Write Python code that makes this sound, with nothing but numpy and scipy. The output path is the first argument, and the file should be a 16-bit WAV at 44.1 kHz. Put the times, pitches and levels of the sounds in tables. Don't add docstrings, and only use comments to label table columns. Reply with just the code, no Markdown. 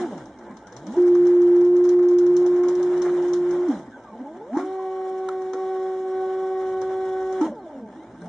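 import sys
import numpy as np
from scipy import signal
from scipy.fft import rfft, irfft, next_fast_len
from scipy.io import wavfile
from scipy.ndimage import uniform_filter1d, map_coordinates

SR = 44100
rng = np.random.default_rng(int(sys.argv[2]) if len(sys.argv) > 2 else 0)


def gain_from_decibels(decibels):
    exponent = np.asarray(decibels, float) / 20
    return 10 ** exponent


def bounce(signal):
    frames = np.transpose(np.atleast_2d(signal))
    limited = np.clip(frames, -1, 1)
    pcm = np.round(limited * 32767).astype(np.int16)
    wavfile.write(sys.argv[1], SR, pcm)


N = 365148

# step_rate_multiple, level_db
LONG_ORDERS = [(.757, -5), (1.76, -12), (2, -4), (3, 3), (4, -10)]
CROSS_ORDERS = [(.5, -16), (1.5, -7), (2, 8), (3, -3.5), (4, -1.5), (5, -5.5), (5.5, -11), (6, -7),
                (8, -10), (9, -6), (10, -7), (11, -10), (14, -10), (15, -9)]
ARRIVE_WHINE = [(16, -8), (20.5, 7), (25, 10), (34, 4)]
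LONG_WHINE = [(15.8, -2.5), (34, -13), (66, -19)]
DEPART_WHINE = [(21, -6), (32, -9), (40, -11), (63, -11)]
# step_rate_multiple, level_db
BELT_ORDERS = [(2.94, 0), (5.88, -4.5), (8.82, -8), (11.76, -15), (31.5, -17), (63, -21)]
NEARING_DB = {1.5: 3, 4: 10, 5: 3, 9: 8}

# start_s, full_speed_s, brake_s, stop_s, period_change_ms_per_s
ARRIVE_MOVE = (-1, .048, .048, .56, 27.3)
LONG_MOVE = (.58, .971, 3.672, 4.16, 26.1)
CROSS_MOVE = (4.11, 4.593, 7.403, 7.93, 23.8)
DEPART_MOVE = (7.83, 8.332, 9, 9.5, 23.5)
# time_s, step_rate_hz, step_tone_db, overtones_db
LONG_LOAD = [(0.99, 353.8, -14.5, -51.5), (1.579, 351.7, -14, -54.5), (1.72, 355.3, -15, -47),
             (2.25, 354.3, -15, -54), (2.67, 356.5, -18, -43.5), (2.74, 359, -20, -51),
             (3.459, 353.9, -20.5, -51), (3.66, 356.1, -22, -48.5)]
CROSS_LOAD = [(4.66, 375.7, -31.5, -38.5), (4.74, 378.9, -30, -34.5), (5.37, 375.4, -28, -35.5),
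              (5.53, 375.7, -29.5, -39), (5.57, 378, -27.5, -33.5), (5.83, 375.3, -26, -33.5),
              (6.04, 376.4, -28, -38), (6.15, 377.5, -25.5, -33.5), (7.39, 377.1, -26.5, -34.5)]
# overtone_offset_db, whine_or_belt_db, swing_with_overtones (db per db)
LONG_HELD = (5.7, -81.5, .3)
CROSS_HELD = (-7, -40.5, 1.46)
# step_rate_hz, step_tone_db, overtones_db, whine_or_belt_db
ARRIVE_SWEEP = [(63, -73, -45, -57), (76, -65, -55.5, -62), (91, -65, -59, -63), (103, -47, -49, -70),
                (178, -36, -70, -74), (197, -30.5, -44, -71), (290, -38, -50, -72), (350, -26, -46.5, -77)]
LONG_RISE = [(74, -80, -72, -46), (100, -64, -67, -39), (121, -38, -52, -56), (156, -42, -66, -69),
             (201, -30, -63, -72), (270, -37.5, -51, -76), (320, -30.5, -44, -74.5), (342, -31.5, -47, -79),
             (354, -17.5, -48, -77)]
LONG_FALL = [(64.3, -78, -44, -39), (84, -71, -62, -45), (100, -51, -64, -38.5), (124, -47, -59, -53),
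             (170, -42, -67, -67.5), (205, -31, -62, -71), (250, -29, -39, -68), (294, -20.5, -54, -76),
             (352.5, -24.5, -37, -81)]
CROSS_RISE = [(65, -78, -71, -41), (78, -67, -81, -43), (101, -65, -62, -39), (135, -51, -55, -40),
              (173, -55, -54, -40.5), (215, -48, -62, -37.5), (240, -30, -58, -41), (268, -24, -65, -31.5),
              (307, -35, -61, -29), (300, -15.5, -64, -40.5), (323, -15.5, -60, -42.5),
              (350, -32, -48, -37), (378, -34, -30, -43)]
CROSS_FALL = [(64.5, -78, -71, -44), (75, -70, -83, -41), (80.5, -63, -79, -43), (99, -61, -77, -45),
              (119, -59, -59, -44.5), (140, -51, -54, -40), (170, -50, -53.5, -42), (215, -48, -78, -37),
              (246, -31, -60, -48), (300, -37, -53, -50), (323, -33, -62, -46.5), (353, -21, -49, -47.5),
              (390, -28, -34, -44)]
RETURN_SWEEP = [(70.6, -75, -56, -51), (88, -68, -52, -41.5), (113, -46, -57, -46), (131, -44, -63, -48),
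                (153, -59, -67, -55.5), (180, -44, -66, -47.5), (237, -43.5, -45.5, -60)]

# frequency_hz, level_db
FRAME = [(40, -20), (150, -8), (220, 0), (900, 0), (1050, -7), (1900, -11), (3200, -19), (6000, -22),
         (10000, -34)]
# center_hz, width_hz, lift_db
FRAME_MODES = [(240, 40, 6), (345, 50, 4), (610, 70, 5), (870, 80, 6), (1570, 120, 3)]
# start_s, level_db, pitch_hz, t60_s
JOLTS = [(.0, -24.5, 250, 0.33), (.012, -26.5, 712, .19), (.385, -39.5, 350, 0.43), (.465, -48, 864, .1),
         (.49, -53, 2280, .15), (.498, -30, 205, 0.3), (.505, -41.5, 1056, 0.19), (.62, -40, 847, .12),
         (.93, -35.5, 505, .15), (.945, -40.5, 695, .12), (.97, -20, 300, 0.19), (3.688, -17, 290, 0.2),
         (3.87, -32, 256, .2), (3.93, -33.5, 240, 0.19), (4.04, -54, 1560, 0.36), (4.1, -61, 2260, .15),
         (4.13, -38.5, 860, 0.25), (4.14, -44, 690, 0.18), (4.552, -23, 886, 0.14),
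         (4.575, -30, 1100, 0.16), (4.588, -19, 283, 0.14), (4.59, -24.5, 712, 0.092),
         (4.596, -29, 1410, 0.09), (4.618, -29.5, 748, 0.14), (4.624, -21.5, 305, 0.24),
         (4.625, -32, 1096, 0.13), (4.79, -36, 1034, 0.18), (5.538, -40, 1490, .08), (5.55, -43, 1370, .08),
         (5.535, -32, 300, 0.21), (5.534, -27, 487, 0.12), (6.815, -35, 505, 0.14), (7.407, -28, 936, .05),
         (7.412, -34.5, 1310, 0.18), (7.425, -22, 903, 0.13), (7.41, -9.5, 310.6, 0.21),
         (7.45, -33, 1020, 0.13), (7.46, -33, 895, 0.21), (7.476, -36, 278, 0.1), (7.48, -31, 590, .07),
         (7.492, -20.5, 237, 0.15), (7.518, -24.5, 584, 0.083), (7.543, -37, 467, 0.1),
         (7.765, -30, 242.6, 0.6), (7.855, -28, 221, .2), (8.218, -37.5, 451, 0.14),
         (8.219, -48, 1535, 0.11)]
# start_s, level_db, pitch_hz, t60_s
CROSSINGS = [(.27, -40, 192, 0.34), (.66, -38, 187.6, .3), (8.13, -36, 255, .2), (.72, -39, 506, 0.23),
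             (3.92, -45, 1550, 0.23), (4.07, -46, 1114, 0.17), (4.26, -39, 852, 0.2), (4.41, -35, 850, .12),
             (7.66, -36.5, 610, 0.64), (7.78, -43, 480, .2), (7.96, -32, 320, 0.28),
             (8.214, -28.5, 178, 0.7), (8.208, -63.5, 8700, .1), (8.236, -64, 8700, .1),
             (8.257, -67, 8750, .08), (8.21, -60, 4100, .08)]

# time_s, level_db
SHAKE = [(0, -42), (.06, -47), (.34, -56), (.8, -55), (.94, -48), (1.04, -49), (2.07, -51), (3.09, -46),
         (3.74, -49), (3.88, -55), (4.49, -56), (4.59, -49), (4.72, -53), (7.36, -51), (7.45, -46),
         (7.53, -56), (8.12, -56), (8.28, -52)]
# level_db, growth (db per db of shake), long_cruise_db, cross_cruise_db
TABLE_BOOM = (-55.5, 1.5, -2.5, -3.5)
WOOD_RATTLE = (-43, 1.49, -4, -7)
RAIL_RATTLE = (-51, 1.48, 0.33, -1.2)
BEARING_HISS = (-59, 1.78, -3, 0.5)
# center_hz, width_hz, lift_db
BOOM_RATE = (165, 43, 9.2)
# frequency_hz, density_db_per_hz
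BOOM_SPECTRUM = [(100, -62), (140, -18), (170, -4), (250, -0.5), (320, 6), (420, -18), (600, -52)]
WOOD_SPECTRUM = [(250, -67), (340, 5.5), (440, -2.5), (530, 2), (700, -0.5), (870, 0.5), (1050, -6.5),
                 (1500, -62.5)]
RAIL_SPECTRUM = [(800, -61.5), (1050, 0), (1300, 2.5), (1700, -0.5), (2200, -5), (2600, -6.5), (3400, -57)]
HISS_SPECTRUM = [(2000, -68), (2600, 7), (3400, 2), (4300, -3.5), (5700, -2.5), (7000, -4.5), (8500, -7.5),
                 (10000, -23.5), (10600, -56.5)]

# start_s, peak_db
TICKS = [(0.1778, -42.5), (0.3874, -50), (0.569, -43.5), (0.67, -43), (0.7652, -37.5), (0.867, -39.5),
         (1.02, -48.5), (1.0788, -45.5), (1.2525, -45), (1.269, -39.5), (1.4184, -43), (1.472, -52.5),
         (1.5637, -48.5), (1.6107, -46), (1.648, -47), (1.765, -41.5), (1.8404, -40.5), (1.8515, -41),
         (1.8899, -34), (2.0275, -50), (2.0862, -40), (2.11, -49.5), (2.134, -55.5), (2.1848, -34),
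         (2.2643, -40.5), (2.3656, -32), (2.4625, -36.5), (2.563, -44.5), (2.684, -32), (2.752, -40),
         (2.828, -35.5), (2.9766, -43), (3.019, -31), (3.224, -44), (3.2823, -42), (3.334, -29.5),
         (3.5083, -38), (3.684, -43), (3.7896, -49), (4.547, -54.5), (5.419, -47.5), (7.2267, -53),
         (7.3247, -40.5), (8.2574, -51.5)]
# start_s, crack_db, knock_db
KNOCKED_TICKS = [(.2566, -46.5, -38.5), (.7234, -44.5, -44.5), (.9215, -46.5, -63), (.9643, -45, -43.5),
                 (1.1503, -40.5, -27), (1.9894, -50.5, -29), (2.6348, -41.5, -23.5), (3.6292, -53, -42),
                 (4.53, -63, -29.5), (4.556, -49, -28), (4.571, -40.5, -22.5), (4.582, -47, -32),
                 (4.594, -49.5, -24.5), (5.2855, -53, -23), (5.5333, -37, -25), (6.8151, -37.5, -29),
                 (7.008, -59, -39.5), (7.4117, -37, -20.5), (7.45, -56, -47), (8.218, -52, -38)]
# frequency_hz, density_db_per_hz
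LINK_SPECTRUM = [(2000, -62.5), (2700, -2), (3600, -2), (4600, 1), (5600, 1), (6800, -1.5), (8500, -13),
                 (10000, -20), (10600, -62)]
KNOCK_SPECTRUM = [(350, -55.5), (500, -6.5), (900, 0), (1300, 0.5), (1900, -9.5), (2500, -11),
                  (3200, -61.5)]
# start_s, level_db, pitch_hz, t60_s
SNAP = (5.2886, -19.5, 1300, .022)

# pitch_hz, width_hz, level_db
PANELS = [
    (880, 40, -60),
    (1560, 24, -65.5),
]
# pitch_hz, width_hz, level_db
TABLE_HUM = (163, 11, -51)
# time_s, level_db
RUMBLE = [(0, -63), (.9, -64.5), (1.1, -60.5), (3.76, -64.5), (4.31, -72.5), (6.55, -69.5), (6.75, -63.5),
          (7.38, -60), (7.55, -69.5), (8.28, -61.5)]
# frequency_hz, density_db_per_hz
DEEP_SPECTRUM = [(20, -64.5), (32, -16.5), (48, 2.5), (65, 4), (90, -4.5), (120, -62.5)]
DRONE_SPECTRUM = [(80, -64), (100, -3.5), (117, -1.5), (135, -8.5), (170, -56.5)]

# frequency_hz, coherence (0 to 1)
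ALIKE = [(30, .99), (60, .993), (200, .998), (600, .99), (1100, .93), (1800, .7), (2600, .3), (4500, .3),
         (10000, .1)]
# frequency_hz, left_minus_right_db
PORT_LEAN = [(100, -.1), (350, -.5), (1000, -.3), (1800, .5), (3500, 2), (6000, 2.5), (10000, .5)]
# center_hz, width_hz
NOTCHES = [(2600, 840), (4620, 680), (7900, 400)]


def unit(x):
    return x / np.sqrt(np.mean(x ** 2) + 1e-20)


def along(points, hz):
    f, v = np.transpose(points)
    return np.interp(np.log(hz + 1), np.log(f + 1), v)


def curves(rows):
    s, *columns = np.transpose(rows)
    return [np.interp(np.arange(N) / SR, s, column) for column in columns]


def wobble(rate):
    knots = rng.standard_normal(int(N * 100 / SR) + 4)
    return map_coordinates(knots, [np.arange(N) * min(rate, 100) / SR])


def filtered(x, response):
    m = next_fast_len(N + 8192)
    return irfft(rfft(x, m) * response(np.fft.rfftfreq(m, 1 / SR)), m)[..., :N]


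def spread(pair, spectrum):
    def shares(hz):
        turn = np.arccos(np.clip(along(ALIKE, hz), -1, 1)) / 2
        return gain_from_decibels(along(spectrum, hz)) * [np.cos(turn), np.sin(turn)]

    mid, side = filtered(pair, shares)
    return unit(np.array([mid + side, mid - side]))


def lean(db):
    return gain_from_decibels([[db / 2], [-db / 2]])


def drive(move, load, held, rise, fall):
    start, full, brake, stop, pace = move
    start_fade_s, settle_s, release_s = .04, .008, .012
    t = np.arange(N) / SR
    top_hz, tone_db, strain_db = curves(load)
    top_hz = top_hz * (1 + .0018 * wobble(7))
    before_full = (full - t) * (start > 0)
    off_speed_s = np.maximum(0, np.maximum(before_full, t - brake))
    step_hz = 1 / (1 / top_hz + pace / 1000 * off_speed_s)

    lock_times = [full, full + settle_s, brake - release_s, brake]
    locked = (brake > full) * np.interp(t, lock_times, [0, 1, 1, 0])
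    fine_db = held[1] + held[2] * (strain_db - strain_db.mean()) + wobble(6)
    steady = [tone_db, strain_db + held[0], fine_db]

    def swept(sweep, k):
        return along([(row[0], row[k + 1]) for row in sweep], step_hz)

    levels = []
    for k in range(3):
        gliding = np.where(t < full + settle_s, swept(rise, k), swept(fall, k))
        levels.append((1 - locked) * gliding + locked * steady[k])
    levels = uniform_filter1d(levels, size=SR // 200, axis=1)
    running = np.interp(t, [start, start + start_fade_s, stop - start_fade_s, stop], [0, 1, 1, 0])
    return step_hz, levels, running


def radiated(hz):
    lifts = sum(db / (1 + (2 * (hz - c) / w) ** 2) for c, w, db in FRAME_MODES)
    return along(FRAME, hz) - 3 + lifts


def motor(driven, orders, fine_orders, flutter_db, tone_db, brake_db, kick=0):
    step_hz, (step_db, over_db, fine_db), running = driven
    braking = np.gradient(step_hz) < -5e-4
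    crawl_db = .25 * np.maximum(92 - step_hz, 0) * braking
    slow = np.clip((345 - step_hz) / 80, 0, 1)
    turn = 2 * np.pi * np.cumsum(step_hz * (1 + .005 * slow * wobble(75))) / SR
    tone_level_db = step_db + along(FRAME, step_hz) + (tone_db + 1.3 * slow) * wobble(40)
    out = np.ones((2, 1)) * gain_from_decibels(tone_level_db) * np.sin(turn + kick + .03 * wobble(50))
    travel = np.interp(np.arange(N) / SR, CROSS_MOVE[1:3], [-.3, .3])
    for family, family_db in (orders, over_db), (fine_orders, fine_db):
        for k, db in family:
            depth_db = flutter_db + 1.5 * slow if k < 12 else 2.5
            level_db = family_db + db + radiated(k * step_hz) + depth_db * wobble(38)
            if k > 30:
                level_db = level_db + brake_db * braking - crawl_db
            level = gain_from_decibels(level_db)
            if family is BELT_ORDERS and 5 < k < 12:
                level = level / (1 + (k * step_hz / 1150) ** 6)
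            blur = .3 * wobble(22)
            blur = blur + (.6 + .9 * (k > 12) + 1.5 * (k > 30)) * slow * wobble(80)
            blur = blur + .8 * (k > 5) * (1 - slow) * wobble(60)
            drift = wobble(5)
            nearing_db = kick * NEARING_DB.get(k, 0) * travel * (1 - slow)
            level = level * gain_from_decibels(1.8 * (k > 3.5) * drift + nearing_db)
            apart = np.arccos(along(ALIKE, k * step_hz)) * drift / 3
            out = out + level * np.sin(k * turn + kick + blur + np.array([apart, -apart]))
    return np.sqrt(2) * running * out, running * np.sin(turn), running * step_hz


def backlash():
    out, t = np.zeros(N + SR), np.arange(SR // 2) / SR
    swell, bend = wobble(60), wobble(45)
    for k, (s, db, hz, t60) in enumerate(list(JOLTS) + list(CROSSINGS)):
        mine = slice(k * 5000, k * 5000 + len(t))
        build = 1 - np.exp(-t * hz / 2)
        fade = gain_from_decibels(db - 60 * t / t60 + 1.1 * swell[mine]) * build
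        out[round(s * SR):][:len(t)] += fade * np.sin(2 * np.pi * hz * t + 1.33 * bend[mine])
    return filtered(out[:N], lambda f: 1 / (1 + (170 / (f + 1)) ** 6))


def patchy(x, db):
    z = signal.stft(x, nperseg=512)[2]
    field = rng.standard_normal(z.shape[1:])
    field = uniform_filter1d(field, size=3, axis=0)
    field = uniform_filter1d(field, size=5, axis=1)
    return unit(signal.istft(z * gain_from_decibels(db * unit(field)), nperseg=512)[1][:, :N])


def carriage(step, long_hz, cross_hz):
    shake_db, = curves(SHAKE)
    shake_db = shake_db - -52
    long_fast, cross_fast = [uniform_filter1d(1. * (hz > 345), SR // 10) for hz in (long_hz, cross_hz)]

    def part_db(part):
        db, grows, long_db, cross_db = part
        return db + grows * shake_db + long_db * long_fast + cross_db * cross_fast

    def shaken(depth):
        return rng.standard_normal((2, N)) * (1 + depth * step)

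    center_hz, width_hz, lift_db = BOOM_RATE
    boom_db = part_db(TABLE_BOOM) + lift_db * np.exp(-((long_hz - center_hz) / width_hz) ** 2)
    wood_db, rail_db, hiss_db = part_db(WOOD_RATTLE), part_db(RAIL_RATTLE), part_db(BEARING_HISS)
    lumps = wobble(24)
    boom = gain_from_decibels(boom_db + 6.5 + 1.3 * wobble(30)) * spread(shaken(.1), BOOM_SPECTRUM)
    wood = gain_from_decibels(wood_db - .5 + 2.1 * lumps + 1.4 * wobble(60)) * spread(shaken(.15), WOOD_SPECTRUM)
    rail = gain_from_decibels(rail_db - 2.5 + 2 * lumps + 1.3 * wobble(70)) * spread(shaken(.23), RAIL_SPECTRUM)
    hiss = patchy(spread(shaken(.2), HISS_SPECTRUM), db=2.5)
    hiss = gain_from_decibels(hiss_db + 1.1 * lumps + 1.2 * wobble(70)) * hiss
    return boom + wood + rail + hiss


def chain():
    crack, knock, pings = np.zeros(N + SR), np.zeros(N + SR), np.zeros(N + SR)
    t = np.arange(SR // 4) / SR
    decay = gain_from_decibels(-60 * t / .03) + gain_from_decibels(-9.5 - 60 * t / .23)
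    fade = decay * (1 - np.exp(-t / .0012))
    ping = gain_from_decibels(-60 * t / .012) * (1 - np.exp(-t / .0004)) * np.sin(2 * np.pi * 5900 * t)
    ping = ping + gain_from_decibels(-8) * np.roll(ping, round(.0045 * SR))
    links = [(s, db, -32.5 + .36 * (db + 32.5)) for s, db in TICKS]
    for s, crack_db, knock_db in links + list(KNOCKED_TICKS):
        here = slice(round(s * SR), round(s * SR) + len(t))
        crack[here] += gain_from_decibels(crack_db - 6) * fade
        pings[here] += gain_from_decibels(crack_db + 4) * ping
        knock[here] += gain_from_decibels(knock_db - 9) * fade
    bright = spread(rng.standard_normal((2, N)), LINK_SPECTRUM) * lean(1.6)
    dull = spread(rng.standard_normal((2, N)), KNOCK_SPECTRUM)
    return pings[:N] * np.array([[1], [.1]]) + crack[:N] * bright + knock[:N] * dull


def hose():
    s, db, hz, t60 = SNAP
    t = np.maximum(np.arange(N) / SR - s, 0)
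    crack = gain_from_decibels(-14 - 60 * t / .014) * spread(rng.standard_normal((2, N)), HISS_SPECTRUM) * lean(-5)
    note = gain_from_decibels(-60 * t / t60) * (1 - np.exp(-t / .001)) * np.sin(2 * np.pi * hz * t)
    return (t > 0) * gain_from_decibels(db) * (note + crack)


def ring(hz, width_hz, db):
    def mode(f):
        return 1 / (1 + ((f - hz) / (width_hz / 2)) ** 2)

    return gain_from_decibels(db) * spread(filtered(rng.standard_normal((2, N)), mode), [(hz, 0)])


def panels():
    fast = np.interp(np.arange(N) / SR, [.95, 1.05, 3.6, 3.75], [0, 1, 1, 0])
    return sum(ring(*panel) for panel in PANELS) + fast * ring(*TABLE_HUM)


def workshop():
    deep_db, = curves(RUMBLE)
    drone_db = -65.5 + .63 * (deep_db - deep_db.mean()) + 1.6 * wobble(3.7)
    deep_db = deep_db + wobble(3.1)
    deep = gain_from_decibels(deep_db) * spread(rng.standard_normal((2, N)), DEEP_SPECTRUM)
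    return deep + gain_from_decibels(drone_db) * spread(rng.standard_normal((2, N)), DRONE_SPECTRUM)


def scene():
    def long_drive(move, rise, fall):
        return drive(move, LONG_LOAD, LONG_HELD, rise, fall)

    arrive = motor(long_drive(ARRIVE_MOVE, ARRIVE_SWEEP, ARRIVE_SWEEP), LONG_ORDERS, ARRIVE_WHINE,
                   flutter_db=3, tone_db=1, brake_db=0)
    long_axis = motor(long_drive(LONG_MOVE, LONG_RISE, LONG_FALL), LONG_ORDERS, LONG_WHINE,
                      flutter_db=2.5, tone_db=.3, brake_db=8)
    depart = motor(long_drive(DEPART_MOVE, RETURN_SWEEP, RETURN_SWEEP), LONG_ORDERS, DEPART_WHINE,
                   flutter_db=2.5, tone_db=.4, brake_db=0)
    cross = motor(drive(CROSS_MOVE, CROSS_LOAD, CROSS_HELD, CROSS_RISE, CROSS_FALL), CROSS_ORDERS,
                  BELT_ORDERS, flutter_db=1.6, tone_db=0, brake_db=9, kick=np.pi / 2)
    tones, steps, rates = zip(arrive, long_axis, depart, cross)
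    motors = lean(-.25) * sum(tones[:3]) + lean(.05) * tones[3]
    motors = filtered(motors, lambda f: 1 / (1 + (95 / (f + 1)) ** 6))
    rolling = carriage(sum(steps), np.max(rates[:3], axis=0), rates[3])
    return motors + backlash() + rolling + chain() + hose() + panels() + workshop()


def top_cut(x):
    return signal.sosfilt(signal.butter(12, 10630, fs=SR, output="sos"), x)


def record(dry):
    def dips(f):
        cuts = [1 - .93 * 1j * f * w / (c * c - f * f + 1j * f * w) for c, w in NOTCHES]
        return np.prod(cuts, axis=0)

    def ports(f):
        return gain_from_decibels(np.outer([.5, -.5], along(PORT_LEAN, f)))

    mix = filtered(dry, lambda f: dips(f) * ports(f) * (f < 10300))
    return top_cut(mix)


dry = scene()
out = record(dry)
bounce(out)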